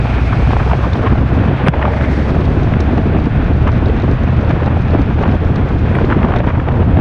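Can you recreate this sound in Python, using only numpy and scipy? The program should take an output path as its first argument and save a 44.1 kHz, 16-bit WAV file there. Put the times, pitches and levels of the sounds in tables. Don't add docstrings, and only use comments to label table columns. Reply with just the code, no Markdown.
import sys
import numpy as np
from scipy import signal
from scipy.fft import rfft, irfft, next_fast_len
from scipy.io import wavfile
from scipy.ndimage import uniform_filter1d, minimum_filter1d, map_coordinates

SR = 44100
rng = np.random.default_rng(int(sys.argv[2]) if len(sys.argv) > 2 else 0)


def generate_wav(signal):
    frames = np.transpose(np.atleast_2d(signal))
    scaled = np.clip(frames, -1, 1) * 32767
    pcm = np.round(scaled).astype(np.int16)
    wavfile.write(sys.argv[1], SR, pcm)


N = 308778
TIME = np.arange(N) / SR

# centre t/s, width t/s, rise level/dB
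GUST_BUMPS = [(.68, 0.32, 3), (1.05, 0.083, 4.5), (1.42, 0.21, 3.5), (1.87, 0.1, 5.5), (2.6, 0.25, 1),
              (4.64, 0.073, 8), (4.97, 0.049, 4.5), (5.26, 0.051, 5), (6.3, 0.4, 6.5), (6.9, 0.18, 0)]
# f/Hz, relative level/dB
FLUTTER_SPECTRUM = [(200, -27.5), (450, 4), (700, 2), (1100, -1.5), (1600, -8), (2500, -17.5), (3300, -22),
                    (4000, -34), (6000, -47.5), (10000, -72.5)]


def amp(db):
    return 10 ** (np.asarray(db) / 20)


def unit(x):
    return x / np.sqrt(np.mean(x ** 2) + 1e-20)


def curves(rows):
    s, *columns = np.transpose(rows)
    return [np.interp(TIME, s, column) for column in columns]


def bumps(rows):
    return sum(db * np.exp(-.5 * ((TIME - s) / width) ** 2) for s, width, db in rows)


def wobble(rate):
    return map_coordinates(rng.standard_normal(N // 16), [TIME * rate + 2], mode="wrap")


def filtered(x, response):
    size = next_fast_len(N + 8192)
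    spectrum = rfft(x, size) * response(np.fft.rfftfreq(size, 1 / SR))
    return irfft(spectrum, size)[:N]


def noise(spectrum):
    f, db = np.transpose(spectrum)

    def colour(hz):
        return amp(np.interp(np.log(hz + 1), np.log(f), db, right=-120))

    return unit(filtered(rng.standard_normal(N), colour))


def steadied(x, span):
    size = max(int(span * SR), 3)
    power = uniform_filter1d(uniform_filter1d(x ** 2, size), size)
    return x / np.sqrt(np.abs(power) + 1e-9)


def wind():
    # t/s, rumble level/dB, buffet level/dB
    airflow = [(0, -19, -22.5), (.4, -13, -23.5), (.85, -16.5, -23.5), (1.1, -13, -20), (1.5, -14, -17.5),
               (1.8, -17.5, -23), (2.15, -17, -19), (2.5, -13.5, -20), (3, -15, -18.5), (3.7, -13.5, -20),
               (4.5, -13.5, -21.5), (5, -14.5, -20.5), (6.25, -14, -18.5), (6.65, -14.5, -21.5),
               (7, -10.5, -17)]
    # f/Hz, relative level/dB
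    rumble_spectrum = [(12, -24.5), (25, -7.5), (42, -5), (60, 0), (95, 0.5), (125, -0.5), (160, -9.5),
                       (230, -20), (450, -44), (1200, -85)]
    buffet_spectrum = [(60, -29.5), (120, -3), (170, 0.5), (250, 0.5), (350, -5.5), (500, -11), (800, -19),
                       (1600, -45), (4000, -60)]
    # centre t/s, width t/s, rise level/dB (negative: a dip)
    heaves = [(1.07, 0.022, -1), (1.49, 0.03, -2.5), (2.2, 0.048, -1.5), (3.16, 0.016, 2.5),
              (3.66, .016, 1.5), (4.13, 0.028, 0.5), (5.01, 0.019, 3), (5.28, 0.026, 0.5),
              (6.45, 0.014, 2.5), (6.71, .02, -1.5)]
    # centre t/s, width t/s, depth level/dB (negative: a rise)
    lulls = [(.102, .027, 3.5), (.64, 0.0087, 9), (1.285, 0.014, 6.5), (1.589, 0.022, 4), (1.82, 0.018, 4),
             (1.991, 0.0094, 10), (2.274, 0.017, 4.5), (3.205, .014, 0.5), (3.62, .012, -1),
             (4.18, 0.01, 5), (4.442, .014, 0.5), (4.89, 0.012, 2.5), (5.068, 0.014, 4),
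             (5.389, 0.017, 6.5), (5.688, .012, 5), (6.52, 0.018, 4), (6.652, 0.019, 5)]
    flutter_db = -31

    rumble_db, buffet_db = curves(airflow)
    surges, eddies = wobble(22), wobble(70)
    rumble = steadied(noise(rumble_spectrum), span=0.056) * amp(0.37 * wobble(17))

    buffet_bursts = amp(2.3 * surges + 2.97 * eddies + 1.54 * wobble(130))
    buffet = steadied(noise(buffet_spectrum) * buffet_bursts, span=0.095)
    flutter_bursts = amp(2.0 * surges + 2.0 * eddies + 2.4 * wobble(260))
    flutter = steadied(noise(FLUTTER_SPECTRUM) * flutter_bursts, span=.13)

    swell = wobble(9)
    heavy = amp(rumble_db + 0.04) * rumble + amp(buffet_db + 1.5 + swell) * buffet
    heavy *= amp(bumps(heaves) - bumps(lulls))
    return heavy + amp(flutter_db + bumps(GUST_BUMPS) + 1.5 * swell) * flutter


def puffs(waver_octaves=0.3627, build=0.77, collapse=0.75, push_db=-1.0, push_cycles=0.31):
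    # t/s, level/dB, mean pitch f/Hz, time scale t/s, spit level/dB relative to the burst before a lift
    strong_eddies = [(0.057, -11.5, 857, 0.0038, -20.0), (0.071, -17, 900, 0.003, -11),
                     (0.332, -12, 1240, 0.008, -12), (0.357, -19, 750, 0.004, -15),
                     (0.474, -17, 760, 0.003, -12), (0.508, -10, 850, 0.0023, -14),
                     (0.534, -8.5, 901, 0.0024, -16), (0.568, -8, 740, 0.0025, -25.0),
                     (0.603, -12, 900.0, 0.006, -13), (0.664, -11, 850.0, 0.0021, -23),
                     (0.678, -10, 910.0, 0.003, -18), (0.699, -12.5, 1005, 0.0026, -12),
                     (0.716, -10, 940.0, 0.0055, -17), (0.734, -6.5, 700, 0.0041, -20),
                     (0.845, -15, 1010.0, 0.017, -21), (0.956, -16.5, 700, 0.005, -18),
                     (0.977, -9.0, 291, 0.0056, -29), (1.07, -12, 1150, 0.012, -10.5),
                     (1.157, -10, 760.0, 0.0032, -21), (1.322, -14.5, 620, 0.006, -28),
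                     (1.439, -15, 680, 0.003, -16), (1.482, -6, 199, 0.0071, -24),
                     (1.665, -12, 700, 0.0035, -19), (1.675, -5, 560, 0.0068, -12),
                     (1.693, -14, 1400, 0.0014, -7), (1.74, -10, 859, 0.006, -12.5),
                     (1.796, -17, 800, 0.0025, -12), (1.818, -13, 950, 0.0055, -16),
                     (1.828, -12, 1200, 0.004, -9), (1.837, -14, 750, 0.0025, -18),
                     (1.845, -8.5, 696, 0.0032, -27), (1.854, -6, 850, 0.0034, -17.5),
                     (1.881, -9.5, 820, 0.0031, -17.5), (1.914, -16, 720, 0.0025, -19),
                     (1.937, -16.5, 900, 0.007, -14), (1.968, -15.5, 780, 0.003, -14),
                     (2.012, -20.5, 995, 0.0025, -2), (2.042, -18.5, 1250, 0.0041, -6.5),
                     (2.05, -19, 1900, 0.003, -15), (2.195, -5.5, 220.6, 0.0076, -30.0),
                     (2.368, -12, 640, 0.003, -23), (2.372, -7.0, 242.4, 0.005, -36),
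                     (2.739, -18, 1400, 0.0021, -0.5), (2.982, -13.5, 700, 0.0027, -13),
                     (3.062, -4, 269, 0.0056, -29), (3.167, -14, 676, 0.0025, -17),
                     (3.675, -14.5, 1000, 0.0078, -8.5), (3.691, -13.5, 1090.0, 0.0063, -16),
                     (3.899, -7.5, 480, 0.0062, -24), (4.12, -12.5, 279.5, 0.023, -25),
                     (4.51, -15.5, 779, 0.011, -11), (4.622, -12, 592, 0.0036, -26),
                     (4.678, -14, 736, 0.0092, -15), (4.68, -9, 231.7, 0.013, -34),
                     (4.773, -8.5, 700, 0.0023, -29), (4.935, -14, 650, 0.003, -24),
                     (4.948, -7, 660, 0.003, -29), (4.953, -3, 293, 0.0055, -34),
                     (4.961, -7, 660, 0.0025, -30), (4.997, -2.5, 234.6, 0.0083, -37),
                     (5.091, -7, 290.0, 0.0058, -32), (5.111, -13, 700, 0.0025, -21),
                     (5.19, -15, 800, 0.004, -13), (5.237, -11, 960.0, 0.0066, -12.5),
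                     (5.259, -14, 1110.0, 0.0054, -18), (5.279, -13.5, 950, 0.0033, -14),
                     (5.291, -21, 750, 0.003, -19), (5.293, -3, 223.2, 0.0083, -25),
                     (5.323, -16, 810.0, 0.003, -13), (5.954, -17, 1300, 0.0043, -4.5),
                     (5.988, -9, 1070, 0.0027, -13.5), (6.046, -5.5, 350, 0.0043, -23),
                     (6.102, -11.5, 830.0, 0.0024, -12), (6.112, -12, 950, 0.0051, -13.5),
                     (6.126, -11, 1201, 0.0072, -14), (6.17, -6, 256.3, 0.012, -36),
                     (6.231, -8.5, 930, 0.0016, -12), (6.273, -13, 760, 0.0027, -18),
                     (6.287, -17, 850, 0.003, -16), (6.31, -14, 850, 0.003, -18),
                     (6.323, -18, 1100, 0.0055, -8), (6.339, -11.5, 955, 0.0053, -19),
                     (6.364, -11.5, 680.0, 0.0096, -15), (6.405, -6, 700.0, 0.0031, -18),
                     (6.442, -15.5, 720, 0.003, -17), (6.479, -15, 850, 0.0037, -14),
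                     (6.489, -18, 1000, 0.007, -8.5), (6.505, -17, 1200, 0.006, -14),
                     (6.554, -16, 850, 0.008, -14), (6.6, -17, 1209, 0.0026, -5.5),
                     (6.688, -9, 800, 0.0023, -11.5), (6.825, -14.5, 757, 0.014, -16.5),
                     (6.972, -8, 700, 0.0028, -18), (6.979, -7.5, 270.7, 0.0039, -28)]
    # f/Hz, relative level/dB
    spit_spectrum = [(300, -6.5), (900, -3), (1600, 6), (2400, 0.5), (3200, -6.5), (3900, -20),
                     (6500, -43.5), (10000, -62.5)]

    out = np.zeros(N)
    ragged, drift = noise(spit_spectrum), rng.standard_normal(N)
    for s, db, hz, width, spit_db in np.vstack([strong_eddies, lesser_eddies()]):
        near = slice(max(int((s - .05) * SR), 0), int((s + .05) * SR))
        t = TIME[near] - s
        side_width = width * np.where(t < 0, build, collapse)
        swell = np.exp(-np.abs(t / side_width) ** 1.06)
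        waver = waver_octaves * map_coordinates(drift[near], [hz * (t - t[0])], mode="mirror")
        cycles = np.sin(2 * np.pi * np.cumsum(hz * 2 ** waver) / SR)
        swing = t * hz / push_cycles
        push = amp(push_db) * swing * np.exp(-.5 * swing ** 2)
        burst = amp(-1.0) * cycles + amp(spit_db + 2.0) * ragged[near]
        out[near] += amp(db) * (push + swell * burst)
    return out


def lesser_eddies(count=160):
    eddies_per_s = 5
    middle_hz, spread_octaves, middle_width_s = 378.3, .55, 0.0044
    middle_db, db_per_octave = -18, -6
    spit_db, spit_db_per_octave = -30.5, 5.5

    place, chance = rng.random((2, count))
    size, strength, length = rng.standard_normal((3, count))
    s = (np.arange(count) + place) / count * TIME[-1]
    rate = eddies_per_s * amp(np.interp(s, TIME, bumps(GUST_BUMPS)))
    octaves = spread_octaves * np.clip(size, -2, 2)
    rows = np.transpose([
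        s,
        middle_db + db_per_octave * octaves + strength,
        middle_hz * 2 ** octaves,
        middle_width_s * np.exp(0.38 * length),
        spit_db + spit_db_per_octave * octaves,
    ])
    return rows[chance < rate * TIME[-1] / count]


def slap(thump_width=0.005, build_s=0.0089, tear_db=-13, snap_s=0.00098):
    # f/Hz, relative level/dB
    crack_spectrum = [(100, 6.5), (400, 12.5), (800, -0.5), (1300, 1.5), (2800, -6), (4200, -19),
                      (5300, -16.5), (6500, -32), (7600, -35), (8900, -29), (10000, -42), (13000, -45)]
    # f/Hz, level/dB, 60 dB decay t/s
    housing = [(3250, -24.5, 0.016), (5200, -21.5, 0.012), (6650, -35.5, 0.0092)]
    slap_s = 1.6843
    crack_db, thump_db, thump_hz = -0.5, 5, 151

    t = TIME - slap_s
    after = np.maximum(t, 0)
    crack = amp(crack_db) * noise(crack_spectrum) * np.exp(-.5 * (t / snap_s) ** 2)
    ring = sum(amp(db - 60 * after / t60) * np.sin(2 * np.pi * hz * after) for hz, db, t60 in housing)
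    tear_swell = np.exp(-np.abs(t) / np.where(t < 0, build_s, .003))
    tear = amp(tear_db) * tear_swell * noise(FLUTTER_SPECTRUM)
    age = after / thump_width
    thump = amp(thump_db) * np.sin(2 * np.pi * thump_hz * t) * age * np.exp(1 - age)
    return tear + crack + ring + thump


def treble_bursts():
    # f/Hz, relative level/dB
    band_spectrum = [(7000, -46), (8200, -9), (9000, -1), (9400, -6), (10000, -32)]
    # peak t/s, level/dB, time constant t/s
    bursts = [(1.681, -46.5, 0.01), (5.953, -52, 0.0046)]
    envelope = sum(amp(db) * np.exp(-np.abs(TIME - s) / width) for s, db, width in bursts)
    return noise(band_spectrum) * envelope


def swishes():
    # centre t/s, width t/s, centre f/Hz, bandwidth f/Hz, level/dB
    frame_tones = [(.2, 0.39, 2350, 614, -37), (0.299, 1, 690, 138, -36.5), (1.93, 0.2, 603, 183, -29),
                   (2.06, 0.17, 1870, 800, -32.5), (2.9, 0.46, 683, 148, -33.5)]
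    out = np.zeros(N)
    for s, width, centre, band, db in frame_tones:
        hiss = rng.standard_normal(N)
        air = unit(filtered(hiss, lambda hz: 1 / (1 + (2 * (hz - centre) / band) ** 4)))
        out += amp(db) * air * np.exp(-.5 * ((TIME - s) / width) ** 2)
    return out


def engine(octave_db=-4, fade_db_per_hz=0.35, wander_hz=1.202):
    start_hz, final_hz, climb_s = 59.43, 125.84, 13.4
    level_db = -18.5

    hz = final_hz - (final_hz - start_hz) * np.exp(-TIME / climb_s)
    phase = 2 * np.pi * np.cumsum(hz + wander_hz * wobble(8)) / SR
    octave = amp(octave_db - fade_db_per_hz * (hz - hz[0]))
    tone = np.sin(phase) + octave * np.sin(2 * phase) + amp(-24.0) * np.sin(3 * phase)
    return amp(level_db + 0.87 * wobble(4.7)) * unit(tone)


def road():
    # t/s, rush level/dB, hiss level/dB (both lifted below)
    passing = [(0.0, -32.5, -46.5), (0.45, -32, -45), (0.74, -33.5, -45.5), (1.23, -34.5, -51),
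               (1.62, -29.5, -52), (1.72, -35, -56), (1.87, -36.5, -50.5), (2.13, -36.5, -45.5),
               (2.38, -33.5, -49.5), (3.25, -33.5, -54.5), (4.74, -34.5, -53.5), (5.65, -35.5, -54.5),
               (6.04, -34.5, -53), (6.38, -35, -54.5), (6.67, -41.5, -59), (7.0, -33.5, -57.5)]
    # f/Hz, relative level/dB
    rush_spectrum = [(200, -12), (450, -9.5), (700, 5), (1000, 1), (1500, 3.5), (2100, -3), (2550, -2.5),
                     (2950, -10.5), (3400, -11), (4000, -19), (6000, -44.5), (9000, -64)]
    hiss_spectrum = [(1500, -18), (3000, 2), (4500, -1), (5300, -5), (6400, -10), (7400, -18.5),
                     (8400, -17.5), (10000, -26.5), (13000, -41), (15000, -67)]

    rush_db, hiss_db = curves(passing)
    rush = amp(rush_db + 2.5 + 1.1 * wobble(25)) * noise(rush_spectrum)
    hiss = amp(hiss_db + 1.5 + 1.3 * wobble(40)) * noise(hiss_spectrum)
    return rush + hiss


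def ticks(t60=0.036, snap_t60=0.026, rate=14, faint_db=-46, faint_snap_db=-8):
    # t/s, level/dB before a common cut, bright snap level/dB relative to the knock
    loose_parts = [(0.9316, -22.5, -11), (2.304, -31, -15), (2.407, -30, -9), (2.452, -28, -8),
                   (2.632, -31.5, -3), (2.804, -22.5, 0.5), (2.975, -34.5, -11), (3.239, -32, -19),
                   (3.255, -30, -14), (3.533, -33, -10), (3.624, -35, -11), (3.677, -35, -3),
                   (3.717, -29, -12), (3.8575, -24.5, -19), (3.884, -31, -12), (4.0, -33, -15),
                   (4.02, -28.5, -11), (4.035, -37, -7), (4.113, -31, -10), (4.235, -33, -9),
                   (4.365, -31.5, -14), (4.492, -34, -8), (4.508, -33, -4), (4.659, -28, -11),
                   (4.906, -29, -15), (5.016, -27, -15), (5.226, -28.5, -13), (5.449, -35, -4),
                   (5.5575, -21.5, -15.5), (5.687, -32, -6), (6.361, -24, -13.5), (6.386, -28, -15),
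                   (6.721, -35.5, -13)]
    # f/Hz, relative level/dB
    dull_spectrum = [(1500, -28), (3000, -6.5), (3700, 6.5), (4800, -3.5), (6200, -16.5), (7400, -25),
                     (9500, -37), (13000, -51)]
    snap_spectrum = [(3500, -16.5), (5000, 2.5), (6200, 2), (7000, -8.5), (7700, -15.5), (9500, -20.5),
                     (11000, -34.5), (13000, -46)]

    rough = (TIME > 2.2) & (TIME < 6.5)
    struck = rng.random(N) < rate / SR
    knocks = rough * struck * amp(faint_db + 2.2 * rng.standard_normal(N))
    snaps = knocks * amp(faint_snap_db)
    for s, db, snap_db in loose_parts:
        at = round(s * SR)
        knocks[at] = amp(db - 7.5)
        snaps[at] = knocks[at] * amp(snap_db)

    t = np.arange(SR // 4) / SR

    def rung(strokes, life):
        decay = amp(-60 * t / life) * (1 - np.exp(-t / 0.00036))
        return signal.fftconvolve(strokes, decay)[:N]

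    return rung(knocks, t60) * noise(dull_spectrum) + rung(snaps, snap_t60) * noise(snap_spectrum)


def limiter(x, ceiling_db=-1.0, recovery_db=170):
    hold_s = 0.02
    over = np.maximum(20 * np.log10(np.abs(x) + 1e-9) - ceiling_db, 0)
    half = int(hold_s * SR / 2)
    held = -minimum_filter1d(-over, 2 * half + 1, origin=half)
    cut = np.maximum.accumulate(held + recovery_db * TIME) - recovery_db * TIME
    return x * amp(-uniform_filter1d(cut, size=90))


def scene():
    air = wind() + puffs() + slap() + treble_bursts() + swishes()
    car = engine() + road() + ticks()
    return (air + car)[None]


def record(dry):
    top_hz = 15100
    x = limiter(amp(0.65) * dry[0])
    x = x / (1 + np.abs(x) ** 10) ** (1 / 10)
    return filtered(x, lambda hz: hz < top_hz)[None]


dry = scene()
out = record(dry)
generate_wav(out)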